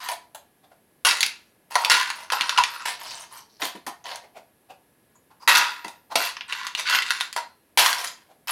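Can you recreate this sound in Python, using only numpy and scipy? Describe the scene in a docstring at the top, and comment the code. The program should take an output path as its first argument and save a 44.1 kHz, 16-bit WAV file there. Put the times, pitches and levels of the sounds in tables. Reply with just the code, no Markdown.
"""Hollow knocks and a light scrape of coins in a small plastic tub, then the clack of a coin in a wide tray.
Tweezers pick coins from the tub and drop them into the plastic tray on a kitchen counter. Each contact
is a sharp clack, then a chatter of tiny bounces and slides; the plastic and the coins ring with it.
The hard kitchen reverberates, and a close camera limits the loudest drops."""
import sys
import numpy as np
from scipy import signal
from scipy.fft import rfft, irfft, next_fast_len
from scipy.io import wavfile
from scipy.ndimage import uniform_filter1d, minimum_filter1d

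SR = 44100
rng = np.random.default_rng(int(sys.argv[2]) if len(sys.argv) > 2 else 0)


def generate_wav(signal):
    """Clip the signal to [-1, 1] and save it as 16-bit WAV at the path in sys.argv[1]."""
    frames = np.transpose(np.atleast_2d(signal))
    scaled = np.clip(frames, -1, 1) * 32767
    pcm = np.round(scaled).astype(np.int16)
    wavfile.write(sys.argv[1], SR, pcm)


N = 375291


def amp(db):
    """Decibels to gain."""
    return 10 ** (np.asarray(db) / 20)


def unit(x):
    """x at rms 1."""
    return x / np.sqrt(np.mean(x ** 2) + 1e-20)


def fade(t, t60_s):
    """Decay of 60 dB per t60_s."""
    return np.exp(-np.log(1000) * t / np.maximum(t60_s, 1e-3))


def along(points, hz):
    """(Hz, value) points interpolated on a log axis."""
    f, v = np.transpose(points)
    return np.interp(np.log(hz + 1), np.log(f + 1), v)


def hump(hz, centre_hz, octaves):
    """Bell of height 1 on a log frequency axis."""
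    return np.exp(-.5 * (np.log2((hz + 1) / centre_hz) / octaves) ** 2)


def filtered(x, response):
    """x through a frequency response."""
    size = next_fast_len(N + SR // 2)
    return irfft(rfft(x, size) * response(np.fft.rfftfreq(size, 1 / SR)), size)[:N]


def resonances(modes, hz):
    """Causal response of (centre Hz, width Hz, dB) modes."""
    return sum(amp(db) * 1j * hz * width / (centre ** 2 - hz ** 2 + 1j * hz * width)
               for centre, width, db in modes)


def causal(gain):
    """Minimum-phase response: peaks ring after a blow, never before."""
    cepstrum = irfft(np.log(np.maximum(gain, 1e-6)))
    half = cepstrum.shape[-1] // 2
    cepstrum[..., 1:half] *= 2
    cepstrum[..., half + 1:] = 0
    return np.exp(rfft(cepstrum))


def shaped(grain, envelope):
    """Enveloped grain, scaled to the envelope's energy."""
    return unit(grain * envelope) * np.sqrt(np.mean(envelope ** 2))


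def add(track, s, sound):
    """Mix a sound in at s seconds."""
    start = max(0, round(s * SR))
    track[start:start + len(sound)] += sound[:max(0, N - start)]


# room noise spectrum: (frequency [Hz], relative density [dB])
AIR_SPECTRUM = [(15, -60), (25, -26.5), (84, -9.5), (236, -7), (420, -9.5), (796, -15), (1300, -20.5),
                (1850, -20), (2800, -24), (7000, -31.5), (11300, -21), (16000, -33.5)]
# electrical whine: (frequency [Hz], rms level [dB])
WHINE_TONES = [(1685, -80), (11590, -81)]


def background(air_db):
    """Still room air and a faint, steady electrical whine."""
    t = np.arange(N) / SR
    air = unit(filtered(rng.standard_normal(N), lambda hz: amp(along(AIR_SPECTRUM, hz))))
    whine = sum(amp(db) * np.sqrt(2) * np.sin(2 * np.pi * hz * t) for hz, db in WHINE_TONES)
    return amp(air_db) * air + whine


# reverberation: (frequency [Hz], t60 [s])
KITCHEN_DECAY = [(150, .36), (1000, .32), (2800, .28), (4600, .29), (7000, .24), (14000, .18)]


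def in_kitchen(x, room_db, gap_s=.00076, build_s=.0032):
    """Add counter and cupboard reflections: they build up, then each band decays at its own rate."""
    hz, t, bands = signal.stft(rng.standard_normal(SR // 2), SR, nperseg=256)
    tail = signal.istft(bands * fade(t, along(KITCHEN_DECAY, hz)[:, None]), SR, nperseg=256)[1]
    tail *= np.clip((np.arange(len(tail)) / SR - gap_s) / build_s, 0, 1)
    response = amp(room_db) * tail / np.linalg.norm(tail)
    response[0] = 1  # direct path
    return signal.fftconvolve(x, response)


# container shoved against the counter: (time [s], level [dB])
SHOVES = [(3.621, -34.5), (3.75, -39.5), (3.865, -39), (5.846, -40.5), (6.154, -36.5)]
# heavy contacts carried into the counter: (time [s], level [dB])
COUNTER_THUMPS = [(1.9, -47), (2.59, -48), (7.78, -50)]


def thuds(rows, band_hz, t60_s):
    """Dull pushes on the counter: short bursts of low noise."""
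    track, t = np.zeros(N), np.arange(SR // 4) / SR
    band = signal.butter(2, band_hz, "bandpass", fs=SR, output="sos")
    envelope = fade(t, t60_s)
    for s, db in rows:
        push = signal.sosfilt(band, rng.standard_normal(len(t)) * envelope)
        add(track, s, amp(db) * unit(push) * np.sqrt(np.mean(envelope ** 2)))
    return track


# fingertip on the tub: (time [s], swell [s], level [dB], floor [Hz], wall [Hz], wall gain [dB])
RUBS = [(.62, .025, -54, 720, 3500, -15), (.70, .02, -51, 700, 1400, -17),
        (4.21, .035, -48, 660, 2080, -14), (4.335, .04, -39.5, 700, 2120, -13.5),
        (4.683, .025, -40.5, 695, 2600, -18.5), (5.145, .012, -56, 1000, 6920, -0.5),
        (5.293, .022, -53, 970, 1440, -23), (5.39, .04, -42.5, 980, 4900, -8),
        (6.094, 0.029, -30.5, 880, 4030, -23), (8.27, .045, -51, 680, 3200, -26)]


def finger_rubs(floor_width_hz=110, wall_width_hz=230, skin_db=-26, t60_s=.11):
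    """A soft fingertip swells one floor note and one wall note, without a click."""
    track, size = np.zeros(N), SR // 4
    t, hz = np.arange(size) / SR, np.fft.rfftfreq(size, 1 / SR)
    skin = amp(skin_db + along(CONTACT_SPECTRUM, hz))
    for s, swell_s, db, floor_hz, wall_hz, wall_db in RUBS:
        ringing = resonances([(floor_hz, floor_width_hz, 0), (wall_hz, wall_width_hz, wall_db)], hz)
        rub = irfft(rfft(rng.standard_normal(size)) * (ringing + skin), size)
        envelope = np.minimum(t / swell_s, 1) ** 2 * fade(np.maximum(t - swell_s, 0), t60_s)
        add(track, s, amp(db) * shaped(rub, envelope))
    return in_kitchen(track, room_db=-7.5)[:N]


# square taps on the plastic floor: (time [s], pitch [Hz], level [dB])
FLOOR_TAPS = [(.087, 943, -25), (.105, 711, -30), (7.364, 948, -18.5)]


def floor_notes(rise_s=.008, t60_s=.2):
    """The floor's drum mode builds over a few cycles and dies away."""
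    track, t = np.zeros(N), np.arange(SR // 2) / SR
    envelope = (1 - np.exp(-t / rise_s)) * fade(t, t60_s)
    for s, hz, db in FLOOR_TAPS:
        add(track, s, amp(db) * envelope * np.sin(2 * np.pi * hz * t))
    return track


# metal left free after a contact: (time [s], pitch [Hz], level [dB], t60 [s])
METAL_RINGS = [(1.209, 4500, -25, .2), (3.62, 3740, -36, .15), (5.477, 12090, -49, 1.6),
               (7.362, 4145, -46, .45)]


def ringing_metal():
    """An undamped coin or tweezer arm rings on; its twin modes beat."""
    track, t = np.zeros(N), np.arange(SR) / SR
    for s, hz, db, t60_s in METAL_RINGS:
        beat_hz = rng.uniform(10, 22)
        twins = np.sin(2 * np.pi * hz * t) + .5 * np.sin(2 * np.pi * (hz + beat_hz) * t)
        add(track, s, amp(db) * fade(t, t60_s) * twins)
    return track


def tinks(strokes, rate_hz, centre_hz, octaves, t60_s, scatter_db, room_db, max_count=60):
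    """Metal edges catch and slip along each (s, length s, dB) stroke: brief, randomly pitched notes."""
    track, t = np.zeros(N), np.arange(SR // 8) / SR
    for s, length_s, db in strokes:
        delays_s = np.cumsum(rng.exponential(1 / rate_hz, max_count))
        pitches_hz = centre_hz * 2 ** (octaves * rng.uniform(-1, 1, max_count))
        levels_db = db + scatter_db * rng.uniform(-1, 1, max_count)
        for delay_s, hz, tink_db in zip(delays_s, pitches_hz, levels_db):
            if delay_s < length_s:
                add(track, s + delay_s, amp(tink_db) * np.sin(2 * np.pi * hz * t) * fade(t, t60_s))
    return in_kitchen(track, room_db)[:N]


# tweezer strokes: (time [s], length [s], level [dB])
TWEEZER_STROKES = [(2.87, .13, -41), (3.035, 0.12, -33), (3.165, 0.23, -51.5), (3.365, 0.058, -42),
                   (3.49, .11, -53)]


def tweezer_scrapes():
    """Tweezer tips scratch over coins in dense, very short tinks."""
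    return tinks(TWEEZER_STROKES, rate_hz=280, centre_hz=4880, octaves=.32, t60_s=.0059,
                 scatter_db=6.5, room_db=-2.5)


# spinning coins: (time [s], length [s], level [dB])
RIM_SPINS = [(1.9, .04, -46), (2.32, .05, -36.5), (5.48, .11, -25), (6.16, 0.11, -31.5), (6.9, .1, -34),
             (7.778, .14, -29)]


def rim_shimmer():
    """Jolted coins spin on their rims with a high shimmer."""
    return tinks(RIM_SPINS, rate_hz=210, centre_hz=12700, octaves=.081, t60_s=.019,
                 scatter_db=6.5, room_db=-7.5)


def bounces(t, rate_hz=90, scatter_db=4.5, t60_s=.011, sliding_share=.34):
    """Envelope (rms 1) of tiny uneven bounces over steady sliding."""
    kicks = (rng.random(len(t)) < rate_hz / SR) * amp(scatter_db * rng.uniform(-1, 1, len(t))) ** 2
    power = signal.lfilter([1], [1, -fade(1 / SR, t60_s) ** 2], kicks)
    return np.sqrt(sliding_share + (1 - sliding_share) * power / (power.mean() + 1e-20))


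def touch_point(hz, depth_db=3.2, spacing_hz=260):
    """Each contact point favours its own random resonances."""
    knots = hz / spacing_hz
    heights = rng.standard_normal(int(knots[-1]) + 2)
    return unit(amp(depth_db * np.interp(knots, np.arange(len(heights)), heights)))


# modes of tray, tub and plastic-damped coin rims: (frequency [Hz], width [Hz], gain [dB])
TRAY_RESONANCES = [(979, 83, 4.5), (1419, 56, -0.5), (1946, 57, -2.5), (2690, 77, 0), (4660, 480, -19.5)]
TUB_RESONANCES = [(704, 21, -1.5), (980, 66, -2.5), (1400, 36, -18), (1807, 31, -7), (3040, 180, -14.5)]
RIM_RESONANCES = [(13200, 30, -1.5), (12300, 25, 5.5), (13300, 51, 17)]


def container(hz, modes, direct_db, plastic_db, coin_db, pitch_scatter=.02):
    """A blow sounds directly and through plastic and coins, whose pitch shifts with grip and load."""
    plastic = resonances(modes, hz * (1 + pitch_scatter * rng.standard_normal()))
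    coins = resonances(RIM_RESONANCES, hz * (1 + pitch_scatter * rng.standard_normal()))
    return amp(direct_db) + amp(plastic_db) * plastic + amp(coin_db) * coins


# metal-on-plastic spectrum: (frequency [Hz], relative density [dB])
CONTACT_SPECTRUM = [(40, -43.5), (100, -35), (200, -30), (450, -14), (700, -5.5), (1000, -1.5), (1600, -1),
                    (2800, -3), (4300, -3.5), (6300, -10.5), (8000, -16), (11000, -15), (13300, -35),
                    (16000, -30)]
EDGE_RISE_S, LANDING_RISE_S, PUSH_RISE_S = .00038, .001, .0018


def contacts(hits, body, room_db, swell, hollow_hz, hollow_octaves, ting_hz, sag_db_per_s=19, points=3):
    """Metal on plastic: one clack, then chatter at several points that sags and dies."""
    track = np.zeros(N)
    for s, clack_db, rise_s, chatter_db, hold_s, t60_s, hollow_db, mid_db, ting_db in hits:
        n = 32768 if hold_s else 8192
        t, hz = np.arange(n) / SR, np.fft.rfftfreq(n, 1 / SR)
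        grit = np.array([bounces(t) for _ in range(points)])
        swell_s = swell * np.sqrt(t60_s) + 1e-5  # longer decay, gentler onset
        onset = 1 - np.exp(-t / swell_s)
        envelope = onset * amp(-sag_db_per_s * t) * fade(np.maximum(t - hold_s, 0), t60_s)
        chatter = shaped(grit * rng.standard_normal((points, n)), envelope)
        clack = shaped(rng.standard_normal(n), t / rise_s * np.exp(1 - t / rise_s))
        force = amp(chatter_db) * chatter / np.sqrt(points)
        force[0] += amp(clack_db) * clack
        # flat landings sound hollow; edge and coin-on-coin contacts are brighter
        treble_shelf = 1 - 1 / (1 + (hz / ting_hz) ** 6)
        colour_db = (hollow_db * hump(hz, hollow_hz, hollow_octaves)
                     + mid_db * hump(hz, centre_hz=1060, octaves=.54)
                     + ting_db * treble_shelf)
        gain = unit(amp(along(CONTACT_SPECTRUM, hz))) * amp(colour_db)
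        touches = np.array([touch_point(hz) for _ in range(points)])
        ringing = np.array([container(hz, **body) for _ in range(points)])
        spectra = rfft(force) * causal(gain * touches) * ringing
        add(track, s, in_kitchen(irfft(spectra.sum(axis=0)), room_db))
    return track


# action in the tray: (start [s], end [s])
TRAY_SPANS = [(1, 2.8), (5.4, 7.5)]


def tray_and_tub(hits):
    """Hits ring the wide tray during its spans, otherwise the small tub."""
    tray_hits = [hit for hit in hits if any(start <= hit[0] < end for start, end in TRAY_SPANS)]
    tub_hits = [hit for hit in hits if hit not in tray_hits]
    tray = dict(modes=TRAY_RESONANCES, direct_db=-1.5, plastic_db=3, coin_db=1)
    tub = dict(modes=TUB_RESONANCES, direct_db=-5, plastic_db=4.5, coin_db=4)
    tray_sound = contacts(tray_hits, tray, room_db=-5, swell=.02,
                          hollow_hz=706, hollow_octaves=.64, ting_hz=6020)
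    tub_sound = contacts(tub_hits, tub, room_db=-4.5, swell=.018,
                         hollow_hz=650, hollow_octaves=.62, ting_hz=6800)
    return tray_sound + tub_sound


# coins pushed on plastic: (time [s], length [s], level [dB], hollow [dB], mid [dB], ting [dB])
COIN_SLIDES = [(.002, 0.064, -34.5, -8, 9, 3), (1.703, 0.12, -40, 8, -2, 7.5),
               (1.775, 0.098, -33.5, 8.5, 0.5, -3), (2.145, 0.097, -46.5, 9, 0.5, 7),
               (2.305, 0.52, -33.5, -4.5, 6.5, -1), (2.86, 0.051, -25.5, 1, -4, 2.5),
               (2.989, 0.25, -38.5, 4.5, 1.5, 5), (3.306, 0.082, -47, -5, 13, 12),
               (3.596, .02, -37.5, 13.5, -2, 5), (3.631, 0.023, -24, 6, -4.5, 5),
               (4.04, 0.11, -34, 10.5, -5, -2.5), (6.186, 0.1, -27, -9, 1, 1),
               (6.481, 0.2, -35, -19.5, 13, -6), (6.772, 0.023, -26, -1.5, -7, 1.5),
               (6.851, 0.051, -23.5, -36, 9, -10.5), (6.889, 0.095, -21, -8.5, 0, -6.5),
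               (7.047, .21, -34.5, -18, 8, -0.5), (7.979, 0.1, -32, 4, -1.5, 8),
               (8.472, 0.045, -24.5, -7.5, 6, 5)]


def slide_hits(clack_db=-13, release_t60_s=.15):
    """Pushed coins chatter for the length of the stroke."""
    return [(s, db + clack_db, PUSH_RISE_S, db, length_s, release_t60_s, *colour)
            for s, length_s, db, *colour in COIN_SLIDES]


def slide_tinks(gain_db=-5, ting_weight=1.03):
    """Sliding coins catch on each other, louder in bright slides."""
    strokes = [(s, length_s, db + gain_db + ting_weight * ting_db)
               for s, length_s, db, *_, ting_db in COIN_SLIDES]
    return tinks(strokes, rate_hz=90, centre_hz=7520, octaves=.92, t60_s=.015,
                 scatter_db=6.5, room_db=-2)


# fingers or tweezers on plastic: (time [s], level [dB], hollow [dB], mid [dB], ting [dB])
PLASTIC_KNOCKS = [(0.086, -20.5, 10, 1.5, 7.5), (0.115, -24.5, 8.5, -3, 13), (0.347, -37.5, 16, -2, 18),
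                  (1.755, -22, 14.5, 2.5, -1.5), (2.32, -15, 5, 1.5, 2.5), (2.58, -11, -3, 5, -1.5),
                  (2.591, -29, 2, 7, -11), (2.854, -14.5, 1.5, -2, 2), (3.618, -15.5, 9, -2.5, -1),
                  (3.752, -35.5, 10, -1.5, 2), (3.865, -24, 4.5, 6, 9.5), (5.845, -33.5, 14.5, -2.5, 4.5),
                  (5.88, -41, 22.5, -16, 12.5), (6.155, -10.5, 14.5, -14.5, 3), (7.362, -20.5, 7, -2, 6)]


def knock_hits(clack_db=-7.5, hollow_weight=.5, t60_s=.082):
    """A flat push sounds the floor and jolts the coins; the hollower, the stronger its first blow."""
    return [(s, db + clack_db + hollow_weight * hollow_db, PUSH_RISE_S, db, 0, t60_s,
             hollow_db, mid_db, ting_db) for s, db, hollow_db, mid_db, ting_db in PLASTIC_KNOCKS]


# coin edges and tweezer tips: (time [s], level [dB], mid [dB], ting [dB])
EDGE_CLICKS = [(1.087, -2, -7.5, 4), (1.111, -2.5, -6, -1.5), (1.207, -7.5, 2, 8), (1.2295, 3, -2.5, -2),
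               (1.263, -11.5, -9, 9), (1.755, -5.5, 13, 3.5), (1.848, -1, -17, -1), (1.941, -5.5, -2, -6.5),
               (2.102, -8, 7, -4), (2.302, -13, 12.5, -6.5), (2.41, -3, 4, -6), (2.494, -2.5, 3.5, -6),
               (2.576, -1.5, -4, -11), (2.582, -11.5, 19, -2.5), (2.637, 0, -10, -8), (3.108, -18, -20, -5),
               (4.118, -27, -1, -13), (4.158, -21, -5, 5.5), (5.551, 3.5, -3, 1), (5.571, 2.5, 5.5, 4.5),
               (6.368, -14, 7, -18), (6.409, -14, 5, -22), (6.525, -10, -2, -6), (6.668, -15, 9.5, 4.5),
               (6.75, -11, 1, -2.5), (6.796, -16, 7, 5.5), (6.898, -12, 9, 8), (6.949, -1.5, 0, -2),
               (7.022, -5.5, -20, -9), (7.088, -18, 0, -15), (7.106, -2, 3.5, -2.5),
               (7.202, -15.5, 5, -1.5), (7.209, -7, 5, 2), (7.328, -18, -3, 5), (7.787, 4, -3.5, -12),
               (7.861, 0.5, 12.5, 3.5), (7.929, -8.5, 11.5, 3.5), (8.046, -18.5, 11, 10)]


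def edge_clicks(clack_db=-1.5, chatter_db=-7, t60_s=.041, hollow_db=-16.5):
    """An edge-on touch is mostly clack and barely moves the plastic."""
    hits = [(s, db + clack_db, EDGE_RISE_S, db + chatter_db, 0, t60_s, hollow_db, *colour)
            for s, db, *colour in EDGE_CLICKS]
    body = dict(modes=TRAY_RESONANCES, direct_db=-3, plastic_db=-4.5, coin_db=-.5)
    return contacts(hits, body, room_db=-7, swell=.013, hollow_hz=680, hollow_octaves=.72, ting_hz=5900)


# dropped coins: (time [s], level [dB], rattle hold [s], hollow [dB], mid [dB], ting [dB])
COIN_DROPS = [(1.049, -8, 0.0058, -7, 2, 7.5), (1.898, -4.5, 0.03, -13, 4, 3),
              (5.476, -4, 0.077, -9.5, 6, 1), (7.774, -3, 0.067, 2, -2, 9)]


def drop_hits(clack_db=-1.5, landing_t60_s=.13,
              rattle_delay_s=.025, rattle_db=-14.5, rattle_t60_s=.59, rattle_ting_db=-4.5):
    """A coin lands with a clack and a burst of bounces, then rocks itself flat."""
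    landings, rattles = [], []
    for s, db, hold_s, hollow_db, mid_db, ting_db in COIN_DROPS:
        landings.append((s, db + clack_db, LANDING_RISE_S, db, 0, landing_t60_s,
                         hollow_db, mid_db, ting_db))
        rattles.append((s + rattle_delay_s, db + rattle_db, EDGE_RISE_S, db + rattle_db, hold_s,
                        rattle_t60_s, hollow_db, mid_db, ting_db + rattle_ting_db))
    return landings + rattles


def drop_chimes(extra_s=.04, gain_db=-24):
    """A dropped coin's bounces ring briefly at scattered pitches."""
    strokes = [(s, hold_s + extra_s, db + gain_db) for s, db, hold_s, *_ in COIN_DROPS]
    return tinks(strokes, rate_hz=210, centre_hz=3330, octaves=.97, t60_s=.02,
                 scatter_db=7.5, room_db=-9.5)


def scene():
    """Mono mix of clacks, tinks, counter thuds, ringing plastic and metal, and room air."""
    clacks = tray_and_tub(drop_hits() + knock_hits() + slide_hits()) + edge_clicks()
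    metal = slide_tinks() + tweezer_scrapes() + rim_shimmer() + drop_chimes()
    shoves = thuds(SHOVES, band_hz=(205, 427), t60_s=.17)
    thumps = thuds(COUNTER_THUMPS, band_hz=(40, 130), t60_s=.21)
    plastic = finger_rubs() + floor_notes()
    return (clacks + metal + shoves + thumps + plastic + ringing_metal() + background(air_db=-63.5))[None]


def limiter(x, ceiling_db, window_samples=129):
    """Gain dips briefly to keep each peak under the ceiling."""
    needed = np.minimum(1, amp(ceiling_db) / (np.abs(x) + 1e-9))
    return x * uniform_filter1d(minimum_filter1d(needed, window_samples), window_samples)


def record(dry):
    """The camera limits peaks and cuts the top of the band."""
    cutoff_hz, transition_hz = 16100, 400
    held = limiter(dry[0], ceiling_db=-3)
    return filtered(held, lambda hz: np.clip((cutoff_hz - hz) / transition_hz + .5, 0, 1))[None]


dry = scene()
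out = record(dry)
generate_wav(out)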